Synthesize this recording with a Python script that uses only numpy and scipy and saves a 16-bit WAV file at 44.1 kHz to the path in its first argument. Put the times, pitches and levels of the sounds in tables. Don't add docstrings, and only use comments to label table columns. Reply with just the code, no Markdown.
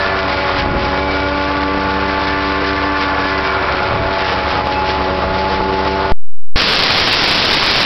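import sys
import numpy as np
from scipy import signal
from scipy.fft import rfft, irfft, next_fast_len
from scipy.io import wavfile
from scipy.ndimage import uniform_filter1d

SR = 44100
rng = np.random.default_rng(int(sys.argv[2]) if len(sys.argv) > 2 else 0)


def digitize_waveform(pressure):
    field = np.atleast_2d(pressure).T
    bounded = np.clip(field, -1, 1)
    quanta = np.round(bounded * 32767).astype(np.int16)
    wavfile.write(sys.argv[1], SR, quanta)


N = 346185
TIME = np.arange(N) / SR

# time_s, aim (0 down in the trailer, 1 facing the tractor)
CAMERA_AIM = [(0, 0.87), (.35, 0.5), (1.2, 0.4), (2.1, 0.034), (3.15, 0.066), (3.65, 0.93), (4.5, 0.98),
              (6.1, 1)]
# time_s, feed_db (0 = usual feed)
STALK_FEED = [(0, 5.5), (.3, -1), (.7, 0.5), (1.1, -4.5), (1.4, -1), (2.3, .5), (2.8, 1), (3.25, 2.5),
              (3.7, 4), (3.97, 0), (4.3, 1), (4.7, -6), (5.4, -8.5), (5.75, -11), (6.1, -7.5)]


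def undb(db):
    return 10 ** (np.asarray(db) / 20)


def unit(x):
    return x / np.sqrt(np.mean(x ** 2))


def curves(table):
    time_s, *columns = np.transpose(table)
    return [np.interp(TIME, time_s, column) for column in columns]


def walk(rate_hz):
    steps = rng.standard_normal(4096)
    path = np.interp(TIME * rate_hz, np.arange(len(steps)), steps)
    return unit(uniform_filter1d(path, int(SR / rate_hz)))


def swell(peak_s, length_s):
    return np.cos(np.pi * np.clip((TIME - peak_s) / length_s, -.5, .5))


def impacts(per_s, spread_db):
    hits = rng.random(N) < per_s / SR
    return hits * undb(spread_db * np.minimum(rng.exponential(size=N), 4.5))


def shape(x, gain):
    size = next_fast_len(N)
    hz = np.arange(size // 2 + 1) * SR / size + 1
    return unit(irfft(rfft(x, size) * gain(hz), size)[:N])


def colour(x, spectrum):
    hz, db = np.transpose(spectrum)
    return shape(x, lambda f: undb(np.interp(np.log(f), np.log(hz), db)))


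def ring(x, modes):
    return shape(x, lambda f: sum((-1) ** i * undb(db) / (1 + 1j * (f - hz ** 2 / f) / width_hz)
                                  for i, (hz, width_hz, db) in enumerate(modes)))


def gusts():
    # peak_s, length_s, peak_db
    gust_events = [(.73, 0.55, -18.5), (3.997, 0.27, -20.5), (4.62, 0.34, -31), (5.3, 0.13, -23.5),
                   (5.63, 0.42, -26)]
    return sum(undb(db) * swell(peak_s, length_s) ** 2 for peak_s, length_s, db in gust_events)


def wind(draught_db=-36, facing_db=3, buffet_db=1.6):
    # freq_hz, level_db
    spectrum = [(8, -6), (22, -2), (45, 3), (110, 0.5), (200, -4.5), (350, -4.5), (700, -15.5),
                (3000, -45.5)]
    aim, = curves(CAMERA_AIM)
    draught = undb(draught_db + facing_db * aim + buffet_db * walk(8.8))
    return np.hypot(draught, gusts()) * colour(rng.standard_normal(N), spectrum)


def diesel(firing_hz=71, level_db=-28.5, db_per_feed_db=-.4, facing_db=-2, wander_db=.5, drift_rad=.33):
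    # firing_multiple, level_db
    partials = [(1, -0.5), (1.5, -11.5), (2, -13), (5, -12.5)]
    feed_db, = curves(STALK_FEED)
    aim, = curves(CAMERA_AIM)
    hum_db = level_db + db_per_feed_db * feed_db + facing_db * aim + wander_db * walk(3.2)
    phase = 2 * np.pi * firing_hz * TIME + drift_rad * walk(3.6)
    return np.sqrt(2) * sum(undb(hum_db + db) * np.sin(k * phase) for k, db in partials)


def taps(contact_s=.00022, small_db=-17, small_max_db=-5):
    # time_s, peak_db
    large_pieces = [(0.066, -5), (.661, 4), (1.775, 0), (2.479, -15), (2.686, -16), (3.256, -3),
                    (3.749, -6), (3.822, -4), (3.960, -1), (4.046, -10), (4.087, -34), (4.214, -24),
                    (4.671, 8.5), (5.008, -1), (5.190, 3), (5.244, -9), (5.443, -3.5), (5.611, 0),
                    (5.894, -17)]
    blows = np.minimum(undb(small_db) * impacts(per_s=24, spread_db=3), undb(small_max_db))
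    for time_s, db in large_pieces:
        blows[int(time_s * SR)] += undb(db)
    u = np.arange(-128, 129) / SR / contact_s
    push = (1 - .44 * u ** 2) * np.exp(-u ** 2 / 2)
    return -np.convolve(blows, push, "same")


def chaff_flow(feed_db, level_db=-26, db_per_feed_db=.07, uneven_db=1.3, rise_s=.027, fall_s=.062):
    # peak_s, peak_db
    spurts = [(0.031, -21.5), (.31, -24), (.44, -25.5), (.58, -21), (.81, -22.5), (1.12, -25.5),
              (1.28, -28), (2.46, -24), (2.661, -24), (3.01, -21.5), (3.2, -24), (3.31, -26.5), (3.48, -27),
              (3.85, -28), (4.28, -22.5), (4.5, -23.5), (4.68, -24.5), (4.88, -22), (5.02, -27.5),
              (5.36, -26.5), (5.51, -21.5), (5.86, -27.5)]
    stream = undb(level_db + db_per_feed_db * feed_db + uneven_db * walk(11))
    stream /= 1 + gusts() / undb(-16)
    power = stream ** 2
    for peak_s, db in spurts:
        age_s = TIME - peak_s
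        width_s = np.where(age_s < 0, rise_s, fall_s)
        power += undb(db) ** 2 * np.exp(-np.minimum((age_s / width_s) ** 2, 20))
    return np.sqrt(power)


def chaff_spray(settle_s=.005, flicker_db=.9):
    # freq_hz, level_db
    spectrum = [(400, -15), (1500, 2), (2500, 0), (3200, -2.5), (3700, -3.5), (4800, -4.5), (5500, -2),
                (6200, -1.5), (7500, -51)]
    ticks = impacts(per_s=2500, spread_db=3) * rng.standard_normal(N)
    landings = impacts(per_s=60, spread_db=2)
    clumps = signal.lfilter([1], [1, -np.exp(-1 / (settle_s * SR))], landings)
    hiss = rng.standard_normal(N) * np.sqrt(1 + clumps)
    return unit(colour(ticks, spectrum) + colour(hiss, spectrum)) * undb(flicker_db * walk(40))


def side_wall(x, base_s=.0045, turn_s=.0007, sway_s=.00005, echo_gain=.27):
    aim, = curves(CAMERA_AIM)
    lag_s = base_s + turn_s * aim + sway_s * walk(3)
    return (x + echo_gain * np.interp(TIME - lag_s, TIME, x)) / np.hypot(1, echo_gain)


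def squeals(waver_hz=5.6, chatter_db=3):
    # peak_s, length_s, pitch_hz, level_db
    rubs = [(0.102, .35, 2015, -37.5), (0.103, .35, 1734, -30.5), (1.11, .5, 2300, -30.5),
            (1.13, 0.51, 1428, -27), (3.37, .15, 1990, -30), (3.501, .22, 2280, -32),
            (4.763, .14, 2620, -31.5)]
    out = 0
    for peak_s, length_s, hz, db in rubs:
        phase = 2 * np.pi * np.cumsum(hz + waver_hz * walk(25)) / SR
        out += undb(db) * swell(peak_s, length_s) * np.sin(phase)
    return np.sqrt(2) * out * undb(chatter_db * walk(50))


def knife_rasp(cycles, cuts_per_cycle=3, scatter_s=.00009, force_db=1.5, tear_gain=2.4, tear_depth=.79):
    # freq_hz, width_hz, level_db
    housing_modes = [(1421, 61, 10), (1768, 140, 1.5), (1982, 81, 1.5), (2350, 374, -1)]
    rate_hz = np.gradient(cycles) * SR
    cut_count = np.floor(cuts_per_cycle * (cycles + rate_hz * scatter_s * walk(45)))
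    cuts = np.diff(cut_count, prepend=cut_count[0]) * undb(force_db * rng.standard_normal(N))
    fibres = rng.standard_normal(N) * (1 + tear_depth * np.cos(2 * np.pi * cycles))
    return unit(ring(cuts, housing_modes) + tear_gain * ring(fibres, housing_modes))


def blower(cycles, throb_depth=.21, surge_db=2.5):
    # freq_hz, width_hz, level_db
    spout_modes = [(102, 43, -1.5), (310, 110, -5.5), (546, 140, -1.5), (709, 42, 2.5), (857, 70, 1.5),
                   (1115, 145, 4.5), (1240, 490, -2)]
    # time_s, level_db
    roar_levels = [(0, -24), (.5, -22), (1.15, -26), (2.7, -27), (3.0, -19.5), (3.3, -25.5), (3.55, -21),
                   (3.9, -20), (4.05, -24), (4.45, -23.5), (5.0, -20.5), (5.7, -20.5), (6.1, -24.5)]
    roar_db, = curves(roar_levels)
    air = rng.standard_normal(N) * (1 + throb_depth * np.cos(2 * np.pi * cycles))
    return ring(air, spout_modes) * undb(roar_db + surge_db * walk(30))


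def flywheel(free_hz=97.02, judder_per_hz=.0014):
    # time_s, rate_hz
    speed = [(0, 96.25), (.15, 96.3), (.33, 94.35), (.88, 94.03), (1.02, 95.2), (1.2, 95.9), (1.62, 96.33),
             (2.88, 97.04), (3.12, 95.55), (3.4, 96), (3.87, 93.77), (4.15, 96), (4.32, 93.53),
             (4.6, 93.26), (4.76, 94.5), (5.1, 94), (5.75, 95.84), (6.1, 96.6)]
    rate_hz, = curves(speed)
    sag_hz = np.maximum(free_hz - rate_hz, 0)
    cycles = np.cumsum(rate_hz * (1 + judder_per_hz * sag_hz * walk(16))) / SR
    return cycles, sag_hz


def howl(cycles, sag_hz, feed_db, wander_db=1.88, jitter_rad=.089, smear_rad=.25, growl_rad_per_hz=.25):
    # harmonic, down_db, facing_db, db_per_feed_db, db_per_sag_hz
    harmonics = [(2, -33.5, -37, -0.5, 0.5), (3, -25.5, -36.5, -0.7, 0), (4, -29, -23.5, -0.18, -2.5),
                 (5, -29.5, -33.5, -.8, -1.84), (7, -34, -23.5, 0.02, -2.4), (8, -41.5, -39.5, 0, -0.5),
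                 (10, -39.5, -35.5, 1.9, -2), (11, -32.5, -35, 0.5, 0.5), (12, -25.5, -30.5, 0.5, -2.5),
                 (14, -46.5, -37.5, 1.5, 0.5), (15, -33.5, -36, -0.4, -2), (16, -37.5, -48, 2.9, -3),
                 (18, -35, -42, 3, -3), (21, -38, -40.5, -0.2, -0.5), (24, -40.5, -44.5, 0.5, 1.5)]
    # time_s, level_db
    sixth = [(0, -23.5), (.2, -35), (.45, -24.5), (.7, -28), (.95, -24), (1.35, -26), (1.75, -30),
             (2.7, -33), (3.6, -32.5), (3.8, -26), (4.3, -32.5), (5.42, -24.5), (5.68, -35.5), (6.1, -29)]
    # time_s, level_db
    ninth = [(0, -38), (.6, -24), (1.25, -27), (1.52, -24.5), (2.15, -24), (2.7, -28), (3.1, -25),
             (3.6, -28), (4.4, -24.5), (4.7, -19.5), (5.05, -25), (5.75, -20), (6.1, -24.5)]
    aim, = curves(CAMERA_AIM)
    tones = [(6, curves(sixth)[0], growl_rad_per_hz * sag_hz), (9, curves(ninth)[0], 0)]
    for k, down_db, facing_db, db_per_feed_db, db_per_sag_hz in harmonics:
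        aimed_db = down_db + aim * (facing_db - down_db)
        load_db = db_per_feed_db * feed_db + db_per_sag_hz * sag_hz
        tones.append((k, aimed_db + load_db + wander_db * walk(3.478), 0))
    flutter_db = 1.18 + .09 * sag_hz
    out = 0
    for k, db, growl_rad in tones:
        blur_rad = min(jitter_rad * (1 + (k / 9.5) ** 8), 1) + growl_rad
        phase = 2 * np.pi * k * cycles - smear_rad * k ** 2 + blur_rad * walk(30)
        out += undb(db + flutter_db * walk(21.96)) * np.sin(phase)
    return np.sqrt(2) * out


def scene(rasp_db=-26):
    cycles, sag_hz = flywheel()
    feed_db, = curves(STALK_FEED)
    crop = undb(rasp_db + feed_db) * knife_rasp(cycles) + chaff_flow(feed_db) * chaff_spray()
    chopper = howl(cycles, sag_hz, feed_db) + blower(cycles) + squeals()
    return (chopper + side_wall(crop) + taps() + diesel() + wind())[None]


def gain_control(x, target_db=-15.5, strength=.73, window_s=.091):
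    power = uniform_filter1d(x ** 2, int(window_s * SR)) + 1e-9
    return x * (undb(target_db) / np.sqrt(power)) ** strength


def camera_fault(stored, rate_hz, full_scale, stuck_s=6.1203, static_s=6.5592):
    time_s = np.arange(len(stored)) / rate_hz
    codes = rng.uniform(-1.025, 1, len(stored))
    static = np.sign(codes) * (256 ** np.abs(codes) - 1) / 255
    broken = full_scale * np.where(time_s < static_s, -.99, static)
    return np.where(time_s < stuck_s, stored, broken)


def record(dry, rate_hz=11025, full_scale=.7, top_hz=15800):
    step = SR // rate_hz
    levelled = gain_control(dry[0])
    rounded = levelled / (1 + (levelled / full_scale) ** 10) ** (1 / 10)
    stored = camera_fault(signal.resample_poly(rounded, 1, step), rate_hz, full_scale)
    anti_image = signal.firwin(129, 5480, window=("kaiser", 9), fs=SR)
    upsampled = signal.resample_poly(stored, step, 1, window=anti_image)[:N]
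    clipped = np.clip(upsampled, -full_scale, full_scale)
    lowpass = signal.ellip(10, .1, 80, top_hz, fs=SR, output="sos")
    return signal.sosfilt(lowpass, clipped)[None]


dry = scene()
out = record(dry)
digitize_waveform(out)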